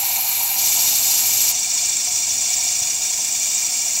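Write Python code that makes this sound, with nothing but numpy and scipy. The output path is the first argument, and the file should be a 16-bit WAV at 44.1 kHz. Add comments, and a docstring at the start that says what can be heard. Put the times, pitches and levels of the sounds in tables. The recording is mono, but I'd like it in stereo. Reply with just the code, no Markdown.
"""A bright, pulsing hiss with a faint squeak, over a drone and a low hum: a gun drill boring into steel.
Chips and coolant rush through the drill tube, whose ringing swells and fades with each turn of the
spindle. The drill rubs once a turn, the machine bed drones, and a motor hums in the rumbling workshop.
The left side opens up early on; later the right goes dull, as if covered, and takes one soft bump."""
import sys
import numpy as np
from scipy import signal
from scipy.fft import rfft, irfft
from scipy.io import wavfile
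from scipy.ndimage import uniform_filter1d

SR = 44100
rng = np.random.default_rng(int(sys.argv[2]) if len(sys.argv) > 2 else 0)


def store_wav(level_fs):
    """Save 16-bit WAV to argv[1]."""
    pcm = np.round(np.clip(np.atleast_2d(level_fs), -1, 1) * 32767)
    wavfile.write(sys.argv[1], SR, pcm.T.astype(np.int16))


N = 176400
TIME, FREQ = np.arange(N) / SR, np.fft.rfftfreq(N, 1 / SR)

SPINDLE_HZ = 13.29  # turns per second
OPEN_S, OPEN_FADE_S = 0.581, 0.005  # the left side opens up
COVER_S, COVER_FADE_S = 1.517, 0.011  # the right side goes dull


def amp(db):
    """Turns decibels into a gain to multiply by."""
    return 10 ** (np.asarray(db) / 20)


def curve(table, column=1):
    """One dB column of a table as a gain at every frequency."""
    rows = np.array(table, float)
    return amp(np.interp(np.log(FREQ + 1), np.log(rows[:, 0]), rows[:, column]))


def colour(sound, gain):
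    """Filters a sound by a gain at every frequency."""
    return irfft(rfft(sound) * gain, N)


def white():
    """Even noise at 0 dB per Hz."""
    return rng.standard_normal(N) * np.sqrt(SR / 2)


def resonance(hz, width_hz):
    """Noise ringing around one pitch."""
    return colour(white(), 1 / (1 + (2 * (FREQ - hz) / width_hz) ** 2))


def wander(rate_hz):
    """A smooth random wobble, about 1 in size."""
    wobble = colour(white(), 1 / (1 + (FREQ / rate_hz) ** 2))
    return wobble / wobble.std()


def ramp(start_s, length_s):
    """Rises from 0 to 1 and stays there."""
    return np.clip((TIME - start_s) / length_s, 0, 1)


def swing(angle, once, twice):
    """Rises and falls once and twice a turn, highest at the given spindle angle (in turns)."""
    phase = 2 * np.pi * (SPINDLE_HZ * TIME - angle)
    return once * np.cos(phase) + twice * np.cos(2 * phase)


def ripple(depth_db, spacing_hz):
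    """Workshop echoes make some frequencies louder and others softer."""
    size = max(2, int(spacing_hz * N / SR))
    bumps = uniform_filter1d(uniform_filter1d(rng.standard_normal(len(FREQ)), size), size)
    gain = amp(depth_db * bumps / bumps.std())
    return gain / np.sqrt(np.mean(gain ** 2))


def chips(per_s, share):
    """A smooth rush mixed with tiny chip hits, which carry the given share of the power."""
    hits = (rng.random(N) < per_s / SR) * rng.standard_normal(N)
    return np.sqrt(1 - share) * white() + np.sqrt(share * SR / 2) * hits / hits.std()


def drill_ring():
    """Uneven cutting makes drill and bar ring; each pitch swells at its own point in the turn."""
    # resonances of drill and bar: f/Hz, width/Hz, level/dB per Hz, relative swing, peak angle/turns
    drill_modes = [(2335, 168, -54.8, 1.2, .84), (2829, 105, -61.5, 1.0, .6), (3700, 190, -62, 1.8, .24),
                   (4210, 110, -57.5, 1.8, .7), (4342, 60, -52.8, 2.0, .65), (4495, 97, -53.2, 2.4, .62),
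                   (4835, 224, -55.5, 1.8, .83), (5023, 45, -55.3, 2.4, .82), (5480, 90, -51, 3.2, .77),
                   (5676, 230, -48, 3.4, .62), (5801, 81, -45.6, 3.6, .6), (5980, 100, -50.4, 3.2, .62),
                   (6315, 174, -48.3, 2.4, .59), (6850, 190, -46.6, 2.2, .27), (7010, 208, -48.5, 2.4, .27),
                   (7179, 53, -47.5, 2.4, .25), (7565, 190, -45.2, 4.2, .19), (7708, 88, -49.5, 4, .18),
                   (8320, 224, -56.4, 3.6, .23), (9103, 250, -62.4, 3.0, .64), (9838, 367, -66.6, 2.6, .22)]
    ring = np.zeros(N)
    for hz, width, db, depth, angle in drill_modes:
        turn_db = 0.871 * depth * swing(angle, once=0.55, twice=0.49)
        uneven_db = 1.43 * wander(rate_hz=34)
        ring += amp(db - 0.17 + turn_db + uneven_db) * resonance(hz, width)
    return ring


def squeak():
    """The drill rubs once a turn: a thin note that slides down, louder on some turns than others."""
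    # strength of the rubbing: t/s, level/dB
    squeak_level = [(0, -42), (1.4, -19), (1.8, -17), (2.4, -17.5), (2.9, -31), (4, -31)]
    middle_hz, fall_hz_per_turn, width_hz = 5680, 1300, 110
    angle, half_length = 0.7, 0.11  # in turns
    turns_from_rub = (SPINDLE_HZ * TIME - angle + 0.5) % 1 - 0.5
    phase = 2 * np.pi * np.cumsum(middle_hz - fall_hz_per_turn * turns_from_rub) / SR
    tone = wander(width_hz) * np.cos(phase) + wander(width_hz) * np.sin(phase)
    strength_db = np.interp(TIME, *np.transpose(squeak_level)) + 1.3 * wander(rate_hz=8)
    return tone * np.exp(-(turns_from_rub / half_length) ** 2) * amp(strength_db)


def cutting():
    """Ringing, rushing chips and squeak waver together with the load, then soften a little."""
    # broad hiss of the cut: f/Hz, level/dB per Hz
    hiss = [(300, -96), (700, -88), (1150, -73), (1500, -71), (2100, -69.5), (2600, -63.5), (2950, -63.5),
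            (3150, -67.5), (3450, -61), (3900, -63), (4400, -60.5), (5300, -58.5), (6500, -53.5),
            (7700, -52), (8700, -62.5), (10500, -70.5), (12500, -68), (14500, -66.5), (15700, -63)]
    # how the upper middle eases off late in the cut: f/Hz, final change/dB
    easing = [(1500, -1.5), (2800, 0), (3700, -2.3), (4700, -2.5), (5800, 0), (9000, -.5), (15000, 0.5)]
    ring = drill_ring()
    rush = colour(chips(per_s=3000, share=0.089), curve(hiss) * ripple(depth_db=3.26, spacing_hz=39))
    rush *= amp(swing(angle=0.68, once=0.064, twice=0.67))
    load_db = 0.49 * wander(rate_hz=110) + 0.48 * wander(rate_hz=12)
    both_open = ramp(OPEN_S, OPEN_FADE_S) * (1 - ramp(COVER_S, COVER_FADE_S))
    load_db += both_open * swing(angle=0.87, once=0.68, twice=0.25)
    cut = (ring + rush + squeak()) * amp(load_db)
    eased = ramp(start_s=2.3, length_s=1.3)
    return (1 - eased) * cut + eased * colour(cut, curve(easing))


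def spray():
    """Spraying coolant hisses, and its treble surges once a turn."""
    # thin hiss of the coolant: f/Hz, level/dB per Hz
    spray_hiss = [(300.0, -87), (700.0, -100), (1200.0, -72.5), (1700.0, -75.5), (2100.0, -71.5),
                  (2400.0, -64), (2900.0, -70.5), (3600.0, -74.5), (4250.0, -68.5), (4600.0, -88.5),
                  (5700.0, -71), (7100.0, -89), (7800.0, -68), (8500.0, -71), (9300.0, -71), (10000.0, -59),
                  (11200.0, -52.5), (12000.0, -49.5), (12450.0, -48), (12800.0, -49.5), (13500.0, -55),
                  (15500.0, -55.5)]
    room = ripple(depth_db=0.9, spacing_hz=30)
    rush = colour(chips(per_s=3000, share=0.13), curve(spray_hiss) * room)
    treble = colour(rush, 1 / (1 + (6000 / (FREQ + 1)) ** 4))  # above 6000 Hz
    surge_db = swing(angle=0.85, once=1.5, twice=0.91) + 0.5 * wander(rate_hz=71) - 1.26
    return rush - treble + treble * amp(surge_db)


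def machine_bed():
    """The machine's base drones, strongest at first, and throbs unevenly with the spindle."""
    # resonances of the bed: f/Hz, width/Hz, left and right level/dB per Hz, extra at the start/dB
    bed_modes = [(719, 81, -59.5, -65, 1), (797, 76, -67.5, -70, 14), (936, 86, -64.5, -66.5, 8),
                 (1032, 36, -69, -70, 5)]
    early = 1 - ramp(start_s=0.37, length_s=1.58)
    drone = np.zeros((2, N))
    for hz, width, left_db, right_db, extra_db in bed_modes:
        for side, db in enumerate((left_db, right_db)):
            drone[side] += amp(db + extra_db * early) * resonance(hz, width)
    throb = amp(swing(angle=0.42, once=2.0, twice=0.33) + 1.5 * wander(rate_hz=42))
    return drone * throb / np.sqrt(np.mean(throb ** 2))


def workshop():
    """Low rumble and a wavering motor hum, weaker on the left until that side opens."""
    # rumble of the room: f/Hz, left level/dB per Hz, right level/dB per Hz
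    rumble = [(15, -90, -88), (30, -87, -84), (50, -68, -92), (75, -79, -71), (99, -64.5, -71),
              (144, -74.5, -74.5), (228, -70, -77), (443, -76.5, -82), (610, -72, -83), (1110, -76, -83),
              (3000, -105, -105)]
    # notes of the motor: f/Hz, left level/dB, right level/dB
    hum = [(99.5, -58, -64), (120, -65, -65), (240.4, -56.5, -63)]
    alike = 0.62  # how closely the two sides rumble together
    left = white()
    right = alike * left + np.sqrt(1 - alike ** 2) * white()
    room = np.array([colour(left, curve(rumble)), colour(right, curve(rumble, column=2))])
    for hz, left_db, right_db in hum:
        tone = np.sin(2 * np.pi * hz * TIME + 1.7 * wander(rate_hz=3.3))
        tone *= amp(3.2 * wander(rate_hz=6.7))
        room += amp([[left_db], [right_db]]) * tone
    opened, covered = ramp(OPEN_S, OPEN_FADE_S), ramp(COVER_S, COVER_FADE_S)
    room[0] *= amp(-6 * (1 - opened) + 1.2 * (0.5 - covered))
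    return room


def open_left(drill):
    """The drill turns brighter in one step, then takes its plain tone as the right side goes dull."""
    # tone of the left side: f/Hz, gain before opening/dB, gain from then until the right dulls/dB
    left_colour = [(1210, 3, 3), (1710, 0, 1.3), (2330, 2, 1.5), (3100, 2.7, 6), (3430, -3.7, 1),
                   (4070, 5, 6.5), (4640, -2.9, 2.5), (5570, -5.5, 1.4), (6500.0, -5.5, 2),
                   (7400, -5.1, 1.5), (8800, -2.5, 3), (11500.0, -1, 3.5), (15000.0, -4, 0.5)]
    opened, covered = ramp(OPEN_S, OPEN_FADE_S), ramp(COVER_S, COVER_FADE_S)
    shaded = colour(drill, curve(left_colour))
    bright = colour(drill, curve(left_colour, column=2))
    return (1 - opened) * shaded + (opened - covered) * bright + covered * drill


def cover_right(sound):
    """The right side suddenly goes quiet and dull, as if covered."""
    # muffling of the covered side: f/Hz, gain/dB
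    cover = [(50.0, -5), (110.0, -13), (250.0, -16), (450.0, -18), (800.0, -21), (2400.0, -28.5),
             (5000.0, -36.5), (8000.0, -35), (12000.0, -46), (15000.0, -33)]
    leak = (1 - ramp(COVER_S, COVER_FADE_S)) * np.exp(-np.maximum(TIME - COVER_S, 0) / 0.0019)
    return leak * sound + (1 - leak) * colour(sound, curve(cover))


def bump():
    """One soft, low knock, mostly on the right."""
    at_s, hz, length_s = 2.8227, 108, 0.0094
    t = TIME - at_s
    push = np.exp(-(2 * t / length_s) ** 2) * np.cos(2 * np.pi * hz * t)
    return amp(-24) * np.array([-0.3 * push, push])


def scene():
    """Drill on the left, spray on the right, machine bed and workshop on both sides."""
    left, right = np.array([open_left(cutting()), spray()]) + machine_bed() + workshop()
    return np.array([left, cover_right(right)]) + bump()


def record(dry):
    """Rounds off the tallest peaks and removes the very highest treble."""
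    ceiling, top_hz = 0.98, 15780
    rounded = dry / (1 + (dry / ceiling) ** 8) ** (1 / 8)
    low_pass = signal.firwin(1023, top_hz, window=("kaiser", 9), fs=SR)
    return signal.oaconvolve(rounded, low_pass[None], "same")


dry = scene()
out = record(dry)
store_wav(out)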